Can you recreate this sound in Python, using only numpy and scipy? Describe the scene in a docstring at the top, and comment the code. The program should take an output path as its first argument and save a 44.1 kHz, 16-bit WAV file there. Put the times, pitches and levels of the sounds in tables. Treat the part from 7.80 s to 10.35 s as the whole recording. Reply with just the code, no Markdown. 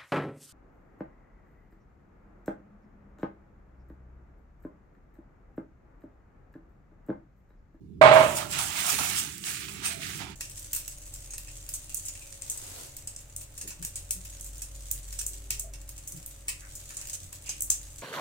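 """In a bare room with a tiled floor, a hand rubs, grips and lifts a foam sheet out of a cardboard box.
The rubbing is patchy noise and tiny slips in three bands, with snaps, bumps and squeaks of filtered noise.
Just before, something hollow knocks and rattles: decaying sines and cracks, with a noise tail for the walls.
A low rumble of shaped noise and a trace of hiss lie under it all; most of the sound leans to the right."""
import sys
import numpy as np
from scipy import signal
from scipy.fft import rfft, irfft, next_fast_len
from scipy.io import wavfile
from scipy.ndimage import uniform_filter1d, minimum_filter1d, map_coordinates

SR = 44100
rng = np.random.default_rng(int(sys.argv[2]) if len(sys.argv) > 2 else 0)


def decibels_to_gain(level_db):
    """Convert a level in decibels to a linear amplitude gain (20 dB per decade)."""
    exponent = np.asarray(level_db, float) / 20
    return 10 ** exponent


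def master(y):
    """Save y as 16-bit WAV."""
    cut = np.clip(np.atleast_2d(y).T, -1, 1)
    pcm = np.round(cut * 32767)  # scale
    wavfile.write(sys.argv[1], SR, pcm.astype(np.int16))


N = 112454  # length [samples]

# left-right likeness of the foam and of the walls' answer: (frequency [Hz], likeness [0..1])
FOAM_AND_WALLS_ALIKE = [(60, 1), (150, .95), (300, 1), (600, 0.62), (1000, .4), (2400, 0.033), (6000, 0.05),
                        (15000, 0.24)]


def unit(x):
    """Scales a signal to rms 1."""
    return x / np.sqrt(np.mean(x ** 2) + 1e-20)


def along(points, hz):
    """Reads (Hz, value) points on a logarithmic frequency axis."""
    f, v = np.transpose(points)
    return np.interp(np.log(hz + 1), np.log(f + 1), v)


def wobble(rate):
    """A smooth random curve through rate random knots a second."""
    knots = rng.standard_normal(int(N * rate / SR) + 4)
    return map_coordinates(knots, [np.arange(N) * rate / SR])


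def filtered(x, response):
    """Multiplies the spectrum of x by a complex response of frequency."""
    m = next_fast_len(x.shape[-1] + SR // 4)
    spectrum = rfft(x, m) * response(np.fft.rfftfreq(m, 1 / SR))
    return irfft(spectrum, m)[..., :x.shape[-1]]


def spread(pair, colour, alike=FOAM_AND_WALLS_ALIKE):
    """Colours two unrelated signals and mixes them to a left-right likeness, at rms 1."""
    def mid_side_response(hz):
        angle = np.arccos(np.clip(along(alike, hz), 0, 1)) / 2
        return decibels_to_gain(along(colour, hz)) * [np.cos(angle), np.sin(angle)]

    mid, side = filtered(pair, mid_side_response)
    return unit(np.array([mid + side, mid - side]))


def patchy(depth_db):
    """Two noises whose gain varies in random patches of time and frequency, alike in both."""
    z = signal.stft(rng.standard_normal((2, N)), nperseg=512)[2]
    field = uniform_filter1d(rng.standard_normal(z.shape[1:]), 3, 0)  # across frequency
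    field = uniform_filter1d(field, 14, 1)  # across time
    return unit(signal.istft(z * decibels_to_gain(depth_db * unit(field)), nperseg=512)[1][:, :N])


def grainy(depth_db):
    """Friction as tiny slips of uneven size, mixed with patchy noise."""
    slips_per_s, size_spread_db, slip_share = 2500, 3, 0.4  # share of the power
    slips = (rng.random((2, N)) < slips_per_s / SR) * rng.standard_normal((2, N))
    slips = unit(slips * decibels_to_gain(size_spread_db * rng.standard_normal(N)))
    return np.sqrt(slip_share) * slips + np.sqrt(1 - slip_share) * patchy(depth_db)


def add(track, s, sound):
    """Lays a sound into the track at s seconds."""
    part = track[..., round(s * SR):][..., :sound.shape[-1]]
    part += sound[..., :part.shape[-1]]


def burst(hz, width_hz, envelope):
    """A stereo puff of partly shared noise through a resonance passed twice, under an envelope."""
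    noise = rng.standard_normal(len(envelope)) + 1.4 * rng.standard_normal((2, len(envelope)))

    def resonance(f):
        return (1j * f * width_hz / (hz * hz - f * f + 1j * f * width_hz)) ** 2

    return envelope * unit(filtered(noise, resonance))


def rubbing():
    """Foam beads slip on skin and cardboard: a bright fizz, a duller sheet scrape, a low rub of the box."""
    # strokes, before trims: (time [s], fizz level [dB], scrape level [dB], cardboard level [dB])
    strokes = [(.3, -73, -58.5, -75), (0.34, -39.5, -28, -19), (0.38, -41.5, -27, -14),
               (0.44, -40, -33, -27), (0.54, -41, -31, -30), (0.57, -31, -30, -29.5),
               (0.69, -50.5, -53.5, -50.5), (0.73, -33.5, -37.5, -50), (0.78, -39.5, -37, -43),
               (0.79, -31.5, -35, -38.5), (0.84, -32.5, -37, -43), (0.94, -39.5, -41, -48),
               (0.98, -32.5, -34.5, -44.5), (1.03, -34, -36, -48), (1.05, -33, -35, -41),
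               (1.1, -23.5, -31, -37), (1.18, -34.5, -40.5, -54), (1.19, -31, -35.5, -35.5),
               (1.27, -34, -36.5, -48), (1.35, -36.5, -39, -50), (1.37, -31, -38.5, -50),
               (1.39, -30, -41.5, -50), (1.42, -36, -41.5, -54), (1.5, -44, -48.5, -62),
               (1.51, -46.5, -50, -64), (1.62, -50, -56, -78.5), (1.66, -35, -42.5, -57.5),
               (1.69, -35, -40.5, -54), (1.71, -37, -41, -54), (1.8, -42.5, -45, -69),
               (1.82, -43.5, -44, -58), (1.88, -48.5, -49.5, -72), (1.89, -43.5, -46.5, -52),
               (1.94, -49, -50, -64.5), (1.98, -51, -47, -60), (2.0, -52, -48, -67),
               (2.02, -52.5, -48, -56), (2.06, -30.5, -36.5, -51), (2.13, -42, -43, -52),
               (2.18, -48.5, -48, -67), (2.2, -49, -51.5, -62), (2.23, -42, -39, -65),
               (2.32, -45, -43.5, -58), (2.38, -44, -47.5, -64), (2.41, -50, -42, -46),
               (2.52, -58, -52, -59), (2.55, -74, -60, -72)]
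    # colour of the fizzing beads: (frequency [Hz], relative level [dB per Hz])
    fizz_colour = [(1200, -90), (2600, -10), (3500, -10), (4100, -16.5), (4970, -8), (6500, -3.5),
                   (8310, 1), (9500, -3.5), (10300, -4.5), (11100, -8.5), (15200, -8), (16000, -9),
                   (16500, -96)]
    # colour of the scraping sheet: (frequency [Hz], relative level [dB per Hz])
    scrape_colour = [(700, -90), (950, -87), (1150, -3), (1400, -1.5), (2400, 0.5), (3270, -1), (4260, -3),
                     (5500, -6), (7150, -6.5), (12000, -97)]
    # colour of the rubbed cardboard: (frequency [Hz], relative level [dB per Hz])
    card_colour = [(380, -90), (480, -20), (560, -13), (660, -4), (850, 0), (1100, -2.5), (1400, -0.5),
                   (2000, -94)]
    scrape_full_s, scrape_rise_s = 0.62, 0.068  # scrape and cardboard rise up to this time
    flutter_db, stroke_s = 0.9, 0.23
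    pan_share = 0.25  # dB towards the left for each dB that the fizz stands over its surroundings

    s, fizz_db, scrape_db, card_db = np.transpose(strokes)
    t = np.arange(N) / SR
    shared_db = 0.7 * wobble(14)
    fizz_level = np.interp(t, s, fizz_db)

    fizz_gain = decibels_to_gain(fizz_level + 1.5 + shared_db + flutter_db * wobble(40))
    fizz = fizz_gain * spread(grainy(4.5), fizz_colour)
    scrape_gain = decibels_to_gain(np.interp(t, s, scrape_db) + 0.5 + shared_db + flutter_db * wobble(29.34))
    scrape = scrape_gain * spread(grainy(2.2), scrape_colour)
    card_gain = decibels_to_gain(np.interp(t, s, card_db) + 1 + shared_db)
    card = card_gain * spread(patchy(2.6), card_colour)

    rise = np.clip((t - scrape_full_s) / scrape_rise_s + 1, 0, 1)
    pan_db = pan_share * (fizz_level - uniform_filter1d(fizz_level, round(stroke_s * SR)))
    return decibels_to_gain(pan_db * [[0.5], [-0.5]]) * (fizz + (scrape + card) * rise) * (t > s[0])


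def snaps():
    """Foam beads snap free, each a broad burst of noise that dies at once."""
    # beads snapping: (time [s], level [dB], centre frequency [Hz])
    beads = [(0.7128, -29.5, 8190), (0.787, -25, 8080), (0.8045, -31.5, 8480), (0.8364, -36, 8090),
             (1.5803, -34, 7980), (1.6397, -32.5, 3100), (1.735, -40, 9000), (1.8835, -38, 2580),
             (2.2169, -40, 2490), (2.2694, -40, 2760)]
    t60_s = 0.019
    out, t = np.zeros((2, N)), np.arange(SR // 4) / SR
    for s, db, hz in beads:
        add(out, s, decibels_to_gain(db) * burst(hz, 1.7 * hz, decibels_to_gain(-60 * t / t60_s)))
    return out


def bumps():
    """The sheet bumps box and floor: low bursts of noise with a soft attack."""
    # bumps, level before the attack softens them: (time [s], level [dB], centre frequency [Hz])
    thuds = [(1.128, -31.5, 217), (1.195, -29.5, 147), (1.691, -48, 151), (2.055, -38.5, 208),
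             (2.217, -57, 207), (2.397, -39, 186)]
    t60_s, attack_s = 0.13, 0.0091
    out, t = np.zeros((2, N)), np.arange(SR // 4) / SR
    for s, db, hz in thuds:
        envelope = decibels_to_gain(-60 * t / t60_s) * (1 - np.exp(-t / attack_s))
        add(out, s, decibels_to_gain(db) * burst(hz, 1.85 * hz, envelope))
    return out


def squeaks():
    """Faint squeaks of foam: noise through a narrow resonance, swelling and fading."""
    # squeaks: (time [s], length [s], level [dB], frequency [Hz], width [Hz])
    chirps = [(1.88, .025, -47, 2550, 300), (2.045, .04, -37, 2520, 220), (2.08, .17, -51, 655, 30)]
    out, t = np.zeros((2, N)), np.arange(SR // 4) / SR
    for s, length, db, hz, width_hz in chirps:
        swell = np.sin(np.pi * np.clip(t / length, 0, 1))
        add(out, s, decibels_to_gain(db) * burst(hz, width_hz, swell))
    return out


def knocks():
    """Each contact cracks and rings the hollow body; the walls answer with a tail dying band by band."""
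    # knocks and rattle: (time [s], relative level of ring and walls [dB], crack level [dB])
    hits = [(0.213, 0, -33), (0.2195, -4.5, -37), (0.238, -5.5, -33), (0.255, -5.5, -45), (0.284, -10, -47),
            (0.314, -5.5, -49), (0.356, -7, -43.5), (0.367, -7, -49), (0.403, -11, -45.5)]
    # modes of the hollow body: (frequency [Hz], relative level before scatter [dB], t60 [s])
    modes = [(119.8, -18, 0.93), (140.3, -19.5, 1), (597, -9, 0.9), (638, 5.5, 0.21), (700, 5, 0.0091),
             (763.7, -3, 0.17), (774, -26, 0.13), (860.6, -6, 0.6), (977, -5, 0.067), (990, -19, 0.17),
             (1058, -13, 0.078), (1244, -7, .2), (1360, -27, .2), (1588, -5, 0.16), (2222, -8, .2)]
    # colour of the knock as the walls return it: (frequency [Hz], relative level [dB per Hz])
    wall_colour = [(30, -86), (90, -22.5), (170, -23.5), (300, -19.5), (520, -17.5), (620, 2.5), (700, -13),
                   (900, -8.5), (1210, -11.5), (1500, -18.5), (2400, -21.5), (3800, -28.5), (5700, -41),
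                   (8300, -38.5), (14000, -64)]
    # decay of the room: (frequency [Hz], t60 [s])
    room_t60 = [(120, .9), (300, .6), (600, .5), (1000, .48), (1800, .55), (3000, .6), (9000, .35)]
    ring_db, ring_attack_s, mode_scatter_db = -15.5, 0.00057, 2.5
    walls_db, walls_build_s = -12.5, 0.0018
    crack_t60_s = 0.0046

    out, t = np.zeros((2, N)), np.arange(SR) / SR
    for s, db, crack_db in hits:
        ring = np.zeros((2, SR))
        for mode_hz, level, t60 in modes:
            mode_db = level + mode_scatter_db * rng.standard_normal((2, 1))  # per channel
            ring += decibels_to_gain(mode_db - 60 * t / t60) * np.sin(2 * np.pi * mode_hz * t)
        add(out, s, decibels_to_gain(db + ring_db) * ring * (1 - np.exp(-t / ring_attack_s)))

        add(out, s, decibels_to_gain(crack_db - 60 * t / crack_t60_s) * rng.standard_normal(SR))

        noise = spread(rng.standard_normal((2, SR)), wall_colour)
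        hz, frames, z = signal.stft(noise, SR, nperseg=256)
        decay = decibels_to_gain(-60 * frames / along(room_t60, hz)[:, None])
        tail = signal.istft(z * decay, SR, nperseg=256)[1][:, :SR]
        add(out, s, decibels_to_gain(db + walls_db) * tail * (1 - np.exp(-t / walls_build_s)))
    return out


def rumble():
    """The low rumble of the building: dark noise, wavering in level."""
    # colour of the rumble: (frequency [Hz], relative level [dB per Hz])
    rumble_colour = [(13, -49), (22, -35), (65, -3), (108, -7), (141, -4.5), (207, -7), (226, -16.5),
                     (304, -9.5), (350, -15.5), (393, -12), (470, -32), (610, -56), (1030, -120)]
    # course of the rumble, before the waver: (time [s], level [dB])
    rumble_course = [(0, -47), (.3, -45.5), (.7, -44), (1.0, -48.5), (1.3, -47.5), (1.549, -48), (1.8, -49),
                     (2.0, -45.5), (2.25, -47), (2.55, -45)]
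    # left-right likeness, below 0 taken as 0: (frequency [Hz], likeness)
    rumble_alike = [(60, 1), (380, 0.4), (2380, -0.088), (15000, 0.02)]
    level_db = np.interp(np.arange(N) / SR, *np.transpose(rumble_course)) + 1.05 * wobble(5.99)
    return decibels_to_gain(level_db) * spread(patchy(0.77), rumble_colour, rumble_alike)


def hiss():
    """A steady trace of patchy noise above the rumble."""
    # colour of the hiss: (frequency [Hz], relative level [dB per Hz])
    hiss_colour = [(400, -64), (500, -12), (900, -10), (2000, -21), (16000, -29)]
    return decibels_to_gain(-77.5) * spread(patchy(2.7), hiss_colour)


def scene():
    """All sources together, fading in softly."""
    fade_in_s = 0.012
    mix = rubbing() + snaps() + bumps() + squeaks() + knocks() + rumble() + hiss()
    return mix * np.sin(np.pi / 2 * np.clip(np.arange(N) / SR / fade_in_s, 0, 1)) ** 2


def roll_off(x):
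    """The treble ends steeply here."""
    return signal.sosfilt(signal.butter(12, 16300, fs=SR, output="sos"), x)


def record(dry):
    """Two microphones: the right is louder, the left slightly earlier; lows roll off, a limiter holds peaks."""
    # left over right level: (frequency [Hz], level [dB])
    left_over_right = [(30, -.5), (70, -3.5), (150, -5), (300, -4.5), (600, -5.5), (1000, -8), (2400, -13),
                       (5000, -10.5), (9000, -6), (14000, -1.5)]
    left_lead_s, low_cut_hz = 0.0001964, 44
    limit_db, limit_hold_s = 0.5, 0.0057  # limit relative to full scale
    sides = np.array([[1], [-1]])

    def microphones(hz):
        level = decibels_to_gain(along(left_over_right, hz) / 2 * sides)
        delay = np.exp(1j * np.pi * hz * left_lead_s * sides)
        return level * delay / np.sqrt(1 + (low_cut_hz / (hz + 1)) ** 4)

    x = filtered(dry, microphones)
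    hold = round(limit_hold_s * SR)
    gain = np.minimum(1, decibels_to_gain(limit_db) / (np.abs(x).max(axis=0) + 1e-9))
    x = x * uniform_filter1d(minimum_filter1d(gain, 2 * hold), hold)
    return roll_off(x)


dry = scene()
out = record(dry)
master(out)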